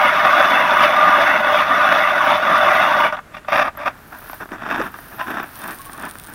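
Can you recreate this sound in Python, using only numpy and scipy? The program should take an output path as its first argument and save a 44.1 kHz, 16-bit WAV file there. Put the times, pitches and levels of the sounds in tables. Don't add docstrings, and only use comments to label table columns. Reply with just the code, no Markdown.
import sys
import numpy as np
from scipy import signal
from scipy.fft import rfft, irfft, next_fast_len
from scipy.io import wavfile
from scipy.ndimage import uniform_filter1d

SR = 44100
rng = np.random.default_rng(int(sys.argv[2]) if len(sys.argv) > 2 else 0)


def to_wav(s):
    ch = np.atleast_2d(s).T
    pcm = np.round(np.clip(ch, -1, 1) * 32767)
    wavfile.write(sys.argv[1], SR, pcm.astype(np.int16))


N = 279594
TIME = np.arange(N) / SR
BINS_HZ = np.fft.rfftfreq(8192, 1 / SR)


def amp(db):
    return 10 ** (np.asarray(db) / 20)


def evened(x):
    return x / np.sqrt(np.mean(x ** 2) + 1e-20)


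def steady(x, size=1500):
    power = uniform_filter1d(uniform_filter1d(x ** 2, size), size)
    return x / np.sqrt(abs(power) + 1e-12)


def add(mix, s, sound):
    start = max(round(s * SR), 0)
    part = mix[start:][:len(sound)]
    part += sound[:len(part)]


def shape(points, modes=()):
    hz, db = np.transpose(points)
    gain_db = np.interp(np.log(BINS_HZ + 1), np.log(hz), db)
    for centre_hz, width_hz, peak_db in modes:
        gain_db = gain_db + peak_db / (1 + (2 * (BINS_HZ - centre_hz) / width_hz) ** 2)
    return gain_db


def ring(x, gain_db):
    log_gain = np.log(amp(np.r_[gain_db, gain_db[-2:0:-1]]))
    response = np.fft.ifft(np.exp(np.conj(signal.hilbert(log_gain)))).real
    return signal.oaconvolve(x, response[:len(response) // 2])[:len(x)]


def wander(rate_hz):
    size = next_fast_len(N, True)
    hz = np.fft.rfftfreq(size, 1 / SR)
    spectrum = rfft(rng.standard_normal(size)) / (1 + (hz / rate_hz) ** 4)
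    return evened(irfft(spectrum, size)[:N])


def grains(per_s, spread_db):
    chance, strength = rng.random((2, N))
    at = np.flatnonzero(chance < per_s / SR)
    excess = np.minimum(-np.log(1 - strength[at]), 4)
    train = np.zeros(N)
    train[at] = amp(spread_db * excess) * (-1.) ** (at % 2)
    return train


def burst(t60, gain_db, snap):
    t = TIME[:SR // 4]
    force = rng.standard_normal(len(t)) * amp(-60 * t / max(t60, 1e-3))
    force[0] += snap
    sound = ring(force, gain_db)
    return sound / abs(sound).max()


def stroke(s, hold, rise, fall):
    early = np.maximum(s - TIME, 0)
    late = np.maximum(TIME - s - hold, 0)
    return amp(-20 * np.minimum(early / rise + late / fall, 10))


def together(gains):
    return np.sqrt(sum(gain ** 2 for gain in gains))


# (frequency [Hz], relative level [dB per Hz])
AIR_COLOUR = [(12, -33), (20, -6), (113, -5), (187, -8), (527, -16.5), (759, -15.5), (849, -18.5),
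              (1570, -15), (3250, -28.5), (5680, -34.5), (6180, -34), (12800, -36), (16000, -41)]
AIR_DB = -45


def air():
    return amp(AIR_DB) * evened(ring(rng.standard_normal(N), shape(AIR_COLOUR)))


# (time [s], peak level before a 5.5 dB lift [dB])
DRIPS = [(5.5567, -23), (5.6181, -23.5), (5.6396, -22), (5.709, -18), (5.8536, -24), (5.9352, -23),
         (5.9983, -23), (6.025, -23), (6.0533, -21), (6.1115, -18), (6.1986, -16.5), (6.2444, -23),
         (6.2715, -24)]
# (frequency [Hz], relative level [dB])
DRIP_COLOUR = [(1000, -13), (3500, -1), (7500, -9.5), (8600, 2), (9600, 4), (12000, -10), (15500, 1)]
PATTER_S, PATTER_RISE_S, PATTER_DB = 5.63, .25, -45


def drips():
    out = np.zeros(N)
    for (s, db), (tune, ping) in zip(DRIPS, rng.random((len(DRIPS), 2))):
        colour = shape(DRIP_COLOUR, [(8850 + 600 * tune, 450, 11 * ping)])
        add(out, s, amp(db + 5.5) * burst(.006, colour, snap=7))
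    patter = ring(grains(per_s=210, spread_db=5), shape(DRIP_COLOUR, [(9050, 320, 8.4)]))
    patter_db = PATTER_DB - 20 * np.maximum(PATTER_S - TIME, 0) / PATTER_RISE_S
    return out + steady(patter, size=9000) * amp(patter_db)


def fizz(gain, colour, hiss_db, bubble_db):
    hiss = steady(ring(grains(per_s=7000, spread_db=2.5), shape(colour)))
    t = TIME[:SR // 100]
    pips = np.zeros(N)
    for hz in np.linspace(8600, 15400, num=16) + rng.uniform(-200, 200, size=16):
        pip = np.sin(2 * np.pi * hz * t) * np.exp(-t / 0.0026)
        pips += signal.oaconvolve(grains(per_s=12, spread_db=4), pip)[:N]
    bubbles = evened(ring(pips, shape(colour)))
    return (amp(hiss_db) * hiss + amp(bubble_db) * bubbles) * gain


# (time [s], hold [s], rise [s per 20 dB], fall [s per 20 dB], level before the hiss and bubble mix [dB])
SPRAYS = [(4.28, .06, .48, .26, -43.5), (4.7, .05, .16, .2, -52), (4.84, .02, .05, .1, -46),
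          (4.96, .35, .12, .3, -46), (5.44, .08, .03, .1, -48), (5.55, .2, .08, .12, -42),
          (5.82, .05, .06, .1, -43), (5.9, .44, .05, .1, -48)]
# (frequency [Hz], relative level [dB])
SPRAY_COLOUR = [(3000, -6.5), (6000, -9.5), (7500, -22), (8300, -16), (9000, -3.5), (9600, -11),
                (10300, -2), (11400, -14), (12300, -1), (13600, 1), (14200, -5), (15400, -2), (16000, -5)]


def spray():
    gain = together(amp(db) * stroke(s, hold, rise, fall) for s, hold, rise, fall, db in SPRAYS)
    return fizz(gain, SPRAY_COLOUR, hiss_db=1.0, bubble_db=-5.5)


# (frequency [Hz], relative level [dB])
WEIGHT_COLOUR = [(40, -26), (110, -10.5), (220, 3), (320, 4.5), (450, -2.5), (700, -21), (2000, -35)]
TRICKLE_WEIGHT_DB = -11


def crunching(moves, colour, rest):
    grit, weight = [rest], [amp(TRICKLE_WEIGHT_DB) * rest]
    for s, hold, rise, fall, db, weight_db in moves:
        move = stroke(s, hold, rise, fall)
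        grit.append(amp(db) * move)
        weight.append(amp(weight_db) * move)
    crush = grains(per_s=1800, spread_db=0.9) * amp(2.4 * wander(rate_hz=100))
    crunch = steady(ring(crush, colour)) * together(grit)
    thud = steady(ring(crush, shape(WEIGHT_COLOUR))) * together(weight)
    return amp(0.1) * crunch + amp(-0.9) * thud


# (time [s], hold [s], rise [s per 20 dB], fall [s per 20 dB],
# crunch level before the mix [dB], weight level before the mix [dB])
SPILLS = [(4.132, .012, .03, .07, -33.5, -48), (4.225, .13, .02, .05, -42, -55),
          (4.407, .026, .012, .018, -29.5, -38), (4.518, .028, .01, .035, -29.5, -33.5)]
# (time [s], crunch level before the mix [dB])
TRICKLE = [(3.87, -75), (3.93, -43), (4.03, -51), (4.2, -46.5), (4.58, -57), (4.95, -47), (5.13, -44),
           (5.5, -50), (5.85, -46), (6.34, -46)]
# (frequency [Hz], relative level [dB])
CRUNCH_COLOUR = [(300, -17.5), (470, -28), (620, -.5), (900, 0), (1550, 3.5), (1850, -.5), (2080, -12.5),
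                 (2600, -8), (2950, -17), (3650, -13.5), (4000, -29), (5600, -24.5), (7300, -52),
                 (16000, -86)]
# (frequency [Hz], width [Hz], change [dB])
SOGGY = [(3100, 1700, -7.5)]


def slush():
    trickle = amp(np.interp(TIME, *np.transpose(TRICKLE)))
    return crunching(SPILLS, shape(CRUNCH_COLOUR, SOGGY), rest=trickle)


# (time [s], hold [s], rise [s per 20 dB], fall [s per 20 dB],
# crunch level before the mix [dB], weight level before the mix [dB])
SCUFFS = [(4.614, .05, .02, .1, -33, -40), (4.715, .035, .13, .08, -21, -31.5),
          (4.79, .025, .05, .085, -24, -30), (4.85, .024, .05, .035, -30, -37),
          (4.944, .01, .01, .025, -34.5, -43), (5.125, .03, .04, .06, -41, -45),
          (5.196, .02, .018, .05, -24.5, -48), (5.273, .048, .012, .1, -27, -31.5),
          (5.368, .04, .08, .09, -25, -34.5), (5.652, .06, .13, .07, -30.5, -39.5),
          (6.035, .025, .13, .07, -29.5, -37), (6.287, .04, .03, .1, -41, -45)]


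def boots():
    return crunching(SCUFFS, shape(CRUNCH_COLOUR), rest=0)


SQUELCH_S, SQUELCH_HZ, SQUELCH_OCTAVES_PER_S, SQUELCH_DB = 4.797, 335, 62, -23.5
SQUELCH_HOLD_S, SQUELCH_RISE_S, SQUELCH_FALL_S = .02, .025, .01


def squelch():
    octaves = np.clip(SQUELCH_OCTAVES_PER_S * (TIME - SQUELCH_S), -.2, 1.35)
    phase = 2 * np.pi * np.cumsum(SQUELCH_HZ * 2 ** octaves) / SR
    pocket = wander(rate_hz=110) * np.cos(phase) + wander(rate_hz=110) * np.sin(phase)
    press = stroke(SQUELCH_S, SQUELCH_HOLD_S, SQUELCH_RISE_S, SQUELCH_FALL_S)
    return amp(SQUELCH_DB) * steady(pocket, size=600) * press


# (time [s], peak level of the crunch [dB], time to fade 60 dB [s], thud relative to the crunch [dB])
KNOCKS = [(4.133, -33, 0.028, -10), (4.298, -20, 0.021, -17), (4.332, -19.5, 0.028, -17),
          (4.407, -28, 0.037, -4), (4.457, -25, 0.028, -7), (4.49, -29, 0.06, -10),
          (4.519, -20, 0.028, -10), (4.595, -30, .03, -8), (4.814, -14, 0.024, -10),
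          (4.942, -21, 0.028, -15), (4.988, -23, 0.028, -21), (5.197, -14, .04, -20),
          (5.271, -18.5, 0.028, -10), (5.655, -22, 0.028, -12), (5.896, -24, 0.031, -17),
          (6.044, -25, 0.028, -17), (6.155, -24, 0.022, -13)]
# (time [s], level before the soft start [dB], frequency [Hz], time to fade 60 dB [s])
CLANKS = [(3.368, -34, 2780, .07), (5.206, -19, 1020, 0.17), (5.204, -28, 2850, .07),
          (5.55, -39, 1026, .14), (5.615, -39, 3620, .12), (5.706, -30, 1115, 0.082),
          (5.792, -28.5, 1096, 0.13), (5.862, -32, 1106, 0.21), (5.935, -32, 1105, .16),
          (6.067, -25, 1026, 0.062)]


def knocks():
    out = np.zeros(N)
    for s, db, t60, thud_db in KNOCKS:
        crunch = burst(t60, shape(CRUNCH_COLOUR, SOGGY), snap=10.3)
        thud = burst(t60, shape(WEIGHT_COLOUR), snap=17)
        add(out, s, amp(db) * (crunch + amp(thud_db) * thud))
    t = TIME[:SR // 3]
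    for s, db, hz, t60 in CLANKS:
        soft_start = 1 - np.exp(-t / .003)
        add(out, s, amp(db - 60 * t / t60) * soft_start * np.sin(2 * np.pi * hz * t))
    return out


# (frequency [Hz], relative level [dB])
SHAVING_COLOUR = [(3000, -27), (6000, 5), (7500, -22), (8300, -16), (9000, 2.5), (9600, -7), (10300, 4.5),
                  (11400, -10), (12300, 1.5), (13600, 0), (14200, 0), (15400, -10), (16000, -7.5)]


def shavings(coarse_gain, fine_gain):
    gain = together([amp(-23) * fine_gain, amp(-33.5) * coarse_gain])
    return fizz(gain, SHAVING_COLOUR, hiss_db=-1.5, bubble_db=-8)


# (start time [s],
# length [s], level at full swell before it wavers [dB])
SINGS = [(0.196, 0.19, -16.5), (.87, 0.35, -15.5), (1.63, 0.28, -19.5), (2.451, 0.21, -20)]


def sing():
    phase = 2 * np.pi * np.cumsum(1203 + 8 * wander(rate_hz=30.6)) / SR
    tone = evened(np.sin(phase) * amp(2.9 * wander(rate_hz=36)))
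    swell = np.zeros(N)
    for s, length, db in SINGS:
        add(swell, s, amp(db) * signal.windows.tukey(round(length * SR), .8))
    return tone * swell


TURNS = [-.71, .03, .775, 1.52, 2.245, 3.0, 3.9]
# (time [s], peak level [dB], middle frequency [Hz], length [s])
PIPS = [(3.768, -33, 12600, .014), (4.288, -34, 11300, 0.0066), (5.429, -28, 15500, .008)]
SQUEAK_HZ, SQUEAK_DB, SQUEAK_LENGTH_S, SQUEAK_LEAD_S = 15500, -40.5, .032, .01
STALL_S, STALL_DB_PER_S = 3.068, 330


def squeaks():
    out, waver = np.zeros(N), wander(rate_hz=500)
    crank = [(s - SQUEAK_LEAD_S, SQUEAK_DB, SQUEAK_HZ, SQUEAK_LENGTH_S) for s in TURNS if 0 < s < STALL_S]
    for s, db, hz, length in crank + PIPS:
        pitch = hz * (1 + .015 * waver[(TIME >= s) & (TIME < s + length)])
        tone = np.sin(2 * np.pi * np.cumsum(pitch) / SR)
        add(out, s, amp(db) * np.hanning(len(pitch)) * tone)
    return out


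# (time [s], peak level before a 6.5 dB cut [dB], time to fade 60 dB [s])
CRACKS = [(.251, 3, .04), (.306, -2, .051), (1.011, -2, .046), (1.856, -1.5, .05), (1.889, 1, .03),
          (1.924, 4.5, .041), (2.301, 2, .073), (2.681, -1, .046), (3.125, -3, .035), (3.168, -15, .053),
          (3.189, -15, .03), (3.276, -30, .035), (3.345, -17, .035), (3.367, -15, .032), (3.447, -22, .059),
          (3.484, -9, .03), (3.522, -1, .04), (3.751, -22, .05), (3.773, -19, .043), (3.858, -10, .018)]
# (frequency [Hz], relative level [dB])
STEEL_COLOUR = [(50, -50), (90, -25), (120, -28), (165, -18), (280, -13), (460, -24), (590, -6.5),
                (850, -12), (1250, -5), (1900, -8.5), (2500, -20), (3700, -22), (4000, -34), (5900, -35.5),
                (7300, -54), (16000, -47.5)]
# (frequency [Hz], width [Hz], level above the colour [dB])
STEEL_MODES = [(610, 58, 10.3), (675, 44, 4), (768, 40, 3), (781, 59, 7), (915, 40, 5.5), (980, 40, 8),
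               (1108, 91, 6), (1196, 74, 9.5), (1366, 53, 2.5), (1462, 56, 7.5), (2175, 55, 4.5),
               (2603, 110, 6.5), (3145, 75, -15), (3480, 160, 7)]


def cracks():
    out, body = np.zeros(N), shape(STEEL_COLOUR, STEEL_MODES)
    for s, db, t60 in CRACKS:
        add(out, s, amp(db - 6.5) * burst(t60, body, snap=2.4))
    return out


# (share of a turn [0 to 1], level [dB], level of the fine chips [dB])
BITE = [(.09, -13.3, -21.5), (.2, -16.5, -26.5), (.33, -13.6, -26), (.52, -12.9, -24.5),
        (.71, -14.3, -21.8), (.86, -15.3, -26), (.97, -13.4, -26)]
# (time [s], half length [s], change in level [dB])
SKIDS = [(.115, .025, -4), (.41, .03, 2), (.48, .03, -1.5), (.84, .025, 3), (1.41, .05, -2.3),
         (1.655, .025, -3.2), (2.41, .025, -3), (2.8, .2, 2.1)]
# (time [s], hold [s], level [dB], level of the fine chips [dB])
SHOVES = [(3.128, .023, -24, -39), (3.174, .018, -30.5, -48), (3.32, .01, -44, -54),
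          (3.344, .008, -35, -37.5), (3.369, .009, -36, -39), (3.487, .027, -23, -31),
          (3.524, .102, -14, -23.5), (3.642, .042, -20, -34), (3.779, .016, -31, -45),
          (3.8, .038, -28.5, -39.5), (3.859, .021, -17, -28), (3.895, .012, -34, -47)]
SHOVE_RISE_S, SHOVE_FALL_S = .01, .021
LEAN_DB, FINE_LEAN_DB = 1.0, .8
TIRING_DB_PER_S = .7
DULLING_DB_PER_S = .55
CREAK_S, CREAK_HOLD_S, CREAK_DB = 3.15, .75, -54


def cutting():
    turn = np.interp(TIME, TURNS, np.arange(len(TURNS)))
    share, coarse_db, fine_db = np.transpose(BITE)
    lean_db = LEAN_DB - TIRING_DB_PER_S * TIME - STALL_DB_PER_S * np.maximum(TIME - STALL_S, 0)
    for s, half_length, db in SKIDS:
        lean_db = lean_db + db * np.exp(-((TIME - s) / half_length) ** 2)
    fine_lean_db = lean_db + FINE_LEAN_DB - DULLING_DB_PER_S * TIME
    coarse = [amp(lean_db + np.interp(turn, share, coarse_db, period=1))]
    fine = [amp(fine_lean_db + np.interp(turn, share, fine_db, period=1))]
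    coarse.append(amp(CREAK_DB) * stroke(CREAK_S, CREAK_HOLD_S, SHOVE_RISE_S, SHOVE_FALL_S))
    for s, hold, db, chips_db in SHOVES:
        shove = stroke(s, hold, SHOVE_RISE_S, SHOVE_FALL_S)
        coarse.append(amp(db) * shove)
        fine.append(amp(chips_db) * shove)
    return together(coarse), together(fine)


# (middle [share of a turn], length [turns], frequency [Hz],
# glide [octaves per turn], width [Hz], boost [dB])
GLIDES = [(0.49, 0.085, 1550, 1.5, 100, 6), (0.73, 0.085, 2030, 0.6, 220, 7.5),
          (0.76, .08, 2720, .3, 120, 9), (0.68, 0.08, 1500, 0.71, 110, 4), (.97, 0.19, 930, 0.046, 60, 6.5),
          (.05, 0.12, 3000, 0.33, 340, 4.5), (.94, 0.07, 1520, 0.42, 110, 6),
          (0.34, 0.05, 1970, 0.38, 68, 3.5), (.55, .09, 2850, .2, 200, 4),
          (0.09, .08, 2300, 0.27, 180, 6.5)]


def spiral(x):
    hz, t, z = signal.stft(x, SR, nperseg=1024, noverlap=768)
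    turn = np.interp(t, TURNS, np.arange(len(TURNS)))
    for middle, length, centre_hz, glide, width_hz, db in GLIDES:
        off = (turn - middle + .5) % 1 - .5
        away = (hz[:, None] - centre_hz * 2 ** (glide * off)) / width_hz
        z = z * amp(db * np.exp(-away ** 2 - (off / length) ** 2))
    patches = rng.standard_normal(z.T.shape)
    patches = uniform_filter1d(patches, size=5, axis=0)
    patches = uniform_filter1d(patches, size=4, axis=1)
    z = z * amp(2.4 * evened(patches).T)
    return signal.istft(z, SR, nperseg=1024, noverlap=768)[1][:N]


# (frequency [Hz], width [Hz], level above the colour [dB])
JAMMED_MODES = [(168, 70, 1.5), (612, 110, 10), (773, 85, 9), (960, 100, 9.5), (1195, 105, 8.5),
                (1575, 100, 3.5), (1860, 140, 3.5), (2020, 120, -5), (2530, 630, 10.5), (2980, 260, -9.5),
                (3550, 230, 3.5), (4800, 230, 8), (5520, 260, 7)]
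JAM_S = 3.28


def blades(coarse_gain, fine_gain):
    chips = grains(per_s=5000, spread_db=1.5) * amp(0.82 * wander(rate_hz=79))
    tearing = grains(per_s=2500, spread_db=2.0) * amp(2.0 * wander(rate_hz=76))
    turning = evened(spiral(ring(chips, shape(STEEL_COLOUR, STEEL_MODES))))
    jammed = evened(ring(tearing, shape(STEEL_COLOUR, JAMMED_MODES)))
    steel = np.where(TIME < JAM_S, turning, jammed)
    low_pass = signal.butter(4, 2000, fs=SR, output="sos")
    coarse = signal.sosfiltfilt(low_pass, steel)
    fine = steel - coarse
    judder = amp(.6 * wander(rate_hz=30))
    return judder * (amp(-0.6) * steady(coarse) * coarse_gain + amp(-0.34) * steady(fine) * fine_gain)


def scene():
    coarse_gain, fine_gain = cutting()
    background = air() + drips()
    clearing = spray() + slush() + boots() + squelch() + knocks()
    drilling = shavings(coarse_gain, fine_gain) + sing() + squeaks() + cracks() + blades(coarse_gain, fine_gain)
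    return (background + clearing + drilling)[None]


EDGE_HZ = 15850


def record(dry):
    held = dry / (1 + dry ** 8) ** (1 / 8)
    low_pass = signal.firwin(511, EDGE_HZ, window=("kaiser", 9), fs=SR)
    return signal.oaconvolve(held, low_pass[None], "same")


dry = scene()
out = record(dry)
to_wav(out)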